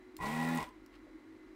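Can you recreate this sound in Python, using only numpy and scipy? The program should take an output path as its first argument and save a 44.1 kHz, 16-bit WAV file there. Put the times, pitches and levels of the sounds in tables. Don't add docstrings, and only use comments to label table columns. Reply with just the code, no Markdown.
import sys
import numpy as np
from scipy import signal
from scipy.fft import rfft, irfft, next_fast_len
from scipy.io import wavfile
from scipy.ndimage import map_coordinates

SR = 44100
rng = np.random.default_rng(int(sys.argv[2]) if len(sys.argv) > 2 else 0)


def master_out(mix):
    frames = np.transpose(np.atleast_2d(mix))
    ceiling = np.clip(frames, -1, 1)
    pcm = np.round(ceiling * 32767).astype(np.int16)
    wavfile.write(sys.argv[1], SR, pcm)


N = 68355

# t/s, speed/(turns/s)
SHAFT_SPEED = [(.186, 30), (.2, 46), (.22, 57), (.255, 69), (.335, 78.2), (.4, 80.7), (.48, 82.3),
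               (.575, 82.8), (.6, 66), (.645, 35)]
# t/s, level/dB
CASING_DRIVE = [(.175, -110), (.195, -50), (.215, -43), (.245, -38.5), (.29, -42), (.42, -40.5), (.56, -42),
                (.605, -40), (.635, -48.5), (.66, -110)]
# f/Hz, width/Hz, level/dB
CASING_MODES = [(424, 99, -18.5), (634, 38, -12.5), (761.5, 74, -10), (812.6, 28.6, -1), (988, 58.5, 1),
                (1071, 76, -3.5), (1391, 32, -11), (1721, 10, -11.5), (1931.7, 29.4, 0), (2190, 210, -16),
                (2488, 53, -11), (3030, 27, -54), (3550, 65, -54), (3820, 33, -18)]
TOP_HZ = 15800
THROB_ROOM_DB = -17.5
ROOM_DB = -10


def amp(db):
    return 10 ** (np.asarray(db) / 20)


def unit(x):
    return x / np.sqrt(np.mean(x ** 2) + 1e-20)


def clock():
    return np.arange(N) / SR


def level(rows):
    return amp(np.interp(clock(), *np.transpose(rows)))


def wobble(knots_per_s):
    return map_coordinates(rng.standard_normal(400), [clock() * knots_per_s], mode="wrap")


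def filtered(x, response):
    m = next_fast_len(N + SR // 2)
    return irfft(rfft(x, m) * response(np.fft.rfftfreq(m, 1 / SR)), m)[:N]


def coloured(x, points):
    hz, db = np.transpose(points)
    return filtered(x, lambda f: amp(np.interp(np.log(f + 1), np.log(hz), db)))


def gain(body, f):
    total = 0
    for k, (centre, width, db) in enumerate(body):
        band = 1j * f * width
        total = total + (-1) ** k * amp(db) * band / (centre * centre - f * f + band)
    return total


def resonate(x, body):
    return filtered(x, lambda f: gain(body, f))


def fade(start_s, t60_s):
    age = clock() - start_s
    return (age >= 0) * np.exp(-np.log(1000) * np.abs(age) / t60_s)


def ring(start_s, modes, scatter_db, attack_s):
    onset = 1 - fade(start_s, np.log(1000) * attack_s)
    total = np.zeros(N)
    for hz, db, t60_s in modes:
        size = amp(db + scatter_db * rng.normal())
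        total += size * fade(start_s, t60_s) * np.sin(2 * np.pi * hz * (clock() - start_s))
    return onset * total


def fan():
    # t/s, level/dB rms
    hum_low = [(0, -80), (.08, -84), (.15, -54.5), (.65, -63), (.8, -60.5), (.91, -71), (1.03, -57),
               (1.11, -69), (1.155, -49), (1.2, -69), (1.29, -52), (1.36, -56), (1.55, -56.5)]
    hum_high = [(0, -60.5), (.15, -58.5), (.6, -69), (.9, -65.5), (1.22, -70), (1.35, -63.5), (1.55, -59.5)]
    hum_low_hz, hum_high_hz = 317.2, 365.4
    # f/Hz, mid level/dB rms
    fan_lines = [(100, -79), (270, -75), (414.5, -77), (527.6, -83.5), (1104, -84.5), (1416, -79.5),
                 (2035, -79.5)]
    waver_db, wander_rad = 2.5, .3
    # f/Hz, width/Hz, level/dB
    duct = [(271, 77, 0), (1900, 350, -20), (3964, 53, -16.5)]
    # f/Hz, level/dB
    room_tone = [(12, -34), (20, -30), (45, -5.5), (70, -30), (101, -16), (187, -57), (233, -10.5),
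                 (284, -6), (317, -4), (397, -21.5), (524, -24), (570, -27), (1080, -24.5), (1560, -28.5),
                 (2060, -23), (2500, -33.5), (15800, -56)]
    duct_db, room_tone_db = -67, -59.5

    def tone(hz):
        phase = 2 * np.pi * (hz * clock() + rng.random())
        return np.sqrt(2) * np.sin(phase + wander_rad * wobble(12.45))

    hum = level(hum_low) * tone(hum_low_hz) + level(hum_high) * tone(hum_high_hz)
    lines = sum(amp(db + waver_db * wobble(14.26)) * tone(hz) for hz, db in fan_lines)
    air = amp(duct_db) * unit(resonate(rng.standard_normal(N), duct))
    return hum + lines + air + amp(room_tone_db) * unit(coloured(rng.standard_normal(N), room_tone))


def clicks():
    # t/s, level/dB, tilt/(dB/octave)
    cracks = [(.1667, -37, -2), (0.446, -37, -8.5), (0.489, -41.5, -0.5), (0.5749, -33, -5.5),
              (0.584, -38, -13), (.605, -37, -10), (0.628, -37.5, -4), (.641, -42, -17), (.69, -52.5, -7),
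              (0.862, -53.5, -4)]
    # f/Hz, level/dB, t60/s
    gun = [(4320, -2, 0.021), (4940, -3, 0.012), (7150, 0, 0.02), (10760, -2, 0.014), (13420, -4, .02)]
    trigger_s, trigger_db = .1667, -47
    crack_t60_s, low_hz = 0.0098, 2220
    out = amp(trigger_db) * ring(trigger_s, gun, scatter_db=2.5, attack_s=0.00018)
    for s, db, tilt in cracks:
        envelope = fade(s, crack_t60_s) - fade(s, crack_t60_s / 10)
        crack = envelope * rng.standard_normal(N)

        def colour(f):
            highpass = f ** 4 / (f ** 4 + low_hz ** 4)
            return amp(tilt * np.log2((f + 500) / 6000)) * highpass

        out += amp(db) * filtered(crack, colour)
    return out


def slurps():
    # t/s, length/s, from f/Hz, to f/Hz, level/dB
    glides = [(.543, 0.024, 20000, 4300, -53.5), (0.25, 0.02, 3000, 6200, -54),
              (0.18, 0.0118, 6300, 9500, -67)]
    roughness_rad = 1.15
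    out = np.zeros(N)
    for s, length_s, from_hz, to_hz, db in glides:
        u = np.clip((clock() - s) / length_s, 0, 1)
        phase = 2 * np.pi * np.cumsum(from_hz + (to_hz - from_hz) * u) / SR
        swell = np.sqrt(np.abs(2 * np.sin(np.pi * u)))
        out += amp(db) * swell * np.sin(phase + roughness_rad * wobble(2500))
    return out


def throb(turns):
    # t/s, level/dB
    swell = [(.17, -110), (.19, -59), (.215, -47.5), (.27, -45.5), (.31, -40), (.42, -37.5), (.5, -36),
             (.575, -35.5), (.6, -48.5), (.625, -65), (.67, -110)]
    # multiple of shaft speed, level/dB
    orders = [(1, -34), (2, -6), (3, -0.5), (4, -13), (5, -24.5), (6, -65), (7, -17.5)]
    partials = sum(amp(db) * np.sin(2 * np.pi * k * turns) for k, db in orders)
    return np.sqrt(2) * level(swell) * partials


def knocking(turns):
    # t/s, level/dB
    judder_rows = [(.189, -39.5), (.201, -39.5), (.21, -46), (.608, -39.5), (.625, -30), (.633, -35.5)]
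    judder_soft_hz = 1530
    return_turns, return_db = .5, -2.5
    jitter_s, scatter_db = .00005, 0.6
    knock_db, rattle_db, rattle_depth = -5, -6.5, 0.78
    strokes = np.zeros(N)
    for offset_turns, db in [(0, 0), (return_turns, return_db)]:
        s = np.interp(np.arange(1, int(turns[-1])) + offset_turns, turns, clock())
        late, size = rng.standard_normal((len(s), 2)).T
        at = np.clip(np.round((s + jitter_s * late) * SR).astype(int), 0, N - 1)
        np.add.at(strokes, at, amp(db + scatter_db * size))
    strokes = strokes * np.sqrt(SR / np.max(SHAFT_SPEED))
    rattle = rng.standard_normal(N) * (1 + rattle_depth * np.cos(4 * np.pi * turns))
    answer = resonate(signal.unit_impulse(N), CASING_MODES)
    drive = level(CASING_DRIVE) * (amp(knock_db) * strokes + amp(rattle_db) * rattle)
    drive = drive / np.linalg.norm(answer)
    judders = sum(amp(db) * signal.unit_impulse(N, round(s * SR)) for s, db in judder_rows)
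    judders = judders / np.abs(answer).max()
    soft = filtered(judders, lambda f: np.sqrt(2) / (1 + (f / judder_soft_hz) ** 2))
    return resonate(drive + soft, CASING_MODES)


def whine(turns):
    # multiple of shaft speed, mid level/dB
    partials = [(6, -4.5), (7, -0.5), (9, -5.5), (10, -7.5), (11, -12), (12, -8.5), (13, -18.5), (17, -9),
                (21, -5), (23, -7), (24, -12)]
    whine_db, waver_db, wander_rad = 9, 1.2, 0.16
    lines = np.zeros(N)
    for k, db in partials:
        size = amp(db + waver_db * wobble(22))
        phase = 2 * np.pi * (k * turns + rng.random())
        lines += size * np.sin(phase + wander_rad * wobble(41.6))
    return resonate(amp(whine_db) * level(CASING_DRIVE) * lines, CASING_MODES)


def suction(turns):
    # t/s, level/dB
    rush = [(.15, -110), (.2, -67), (.225, -54), (.27, -51), (.34, -52), (.58, -52.5), (.63, -57),
            (.665, -64.5), (.71, -78), (.78, -115)]
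    # f/Hz, level/dB
    spectrum = [(100, 7.5), (300, 17), (1200, 13), (2500, 11.5), (4000, 5), (5000, 2.5), (6700, -1),
                (8200, 3), (8700, 1), (9080, 4.5), (9600, -2.5), (11500, -4.5), (13800, -4.5),
                (14500, -0.5), (15800, -9)]
    hiss_db, hiss_depth = 4, 0.2
    spits_per_s, spit_db, spit_spread_db = 400, -5.5, 3
    pulse = 1 + hiss_depth * np.cos(2 * np.pi * turns)
    hiss = unit(coloured(rng.standard_normal(N), spectrum)) * pulse
    hits = (rng.random(N) < spits_per_s / SR) * rng.choice([-1, 1], N)
    spits = hits * amp(spit_spread_db * rng.standard_normal(N))
    return level(rush) * (amp(hiss_db) * hiss + amp(spit_db) * unit(coloured(spits, spectrum)))


def rocking():
    # t/s, level/dB
    rocks = [(0.197, -49.5), (.59, -50.5)]
    # f/Hz, level/dB, t60/s
    feet = [(42.3, -1.5, 0.67), (66, 3.5, 0.21), (107.2, 6, 0.13)]
    return sum(amp(db) * ring(s, feet, scatter_db=2.5, attack_s=0.011) for s, db in rocks)


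def handling():
    # t/s, level/dB
    brushes = [(.934, -65), (.956, -62)]
    # f/Hz, level/dB
    slide = [(300, -7), (1400, 2.5), (2400, -1), (4200, -8), (6000, -16.5), (15000, -28)]
    # f/Hz, mid level/dB, t60/s
    board = [(330, -55, .05), (520, -52.5, .13), (590, -56, .07), (665, -56, .06)]
    brush_width_s, grain_db, board_s = .007, 5, 1.0675
    strokes = sum(amp(db) * np.exp(-.5 * ((clock() - s) / brush_width_s) ** 2) for s, db in brushes)
    grains = rng.standard_normal(N) * amp(grain_db * wobble(500))
    bump = ring(board_s, board, scatter_db=4.5, attack_s=.001)
    return strokes * unit(coloured(grains, slide)) + bump


def room(x, db):
    t60_s, treble_t60_s, cross_hz = 0.3, 0.095, 2520
    noise = rng.standard_normal(N)
    bass = filtered(noise, lambda f: 1 / (1 + (f / cross_hz) ** 2))
    tail = bass * fade(0.0047, t60_s) + (noise - bass) * fade(0.0015, treble_t60_s)
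    return x + amp(db) * signal.fftconvolve(x, tail / np.linalg.norm(tail))[:N]


def scene():
    speed = np.interp(clock(), *np.transpose(SHAFT_SPEED), left=0, right=0)
    turns = np.cumsum(speed) / SR
    near = room(knocking(turns) + suction(turns) + slurps() + clicks() + handling(), ROOM_DB)
    pump = room(throb(turns), THROB_ROOM_DB) + whine(turns) + rocking()
    return (near + pump + fan())[None]


def record(dry):
    return np.array([filtered(x, lambda f: f < TOP_HZ) for x in dry])


dry = scene()
out = record(dry)
master_out(out)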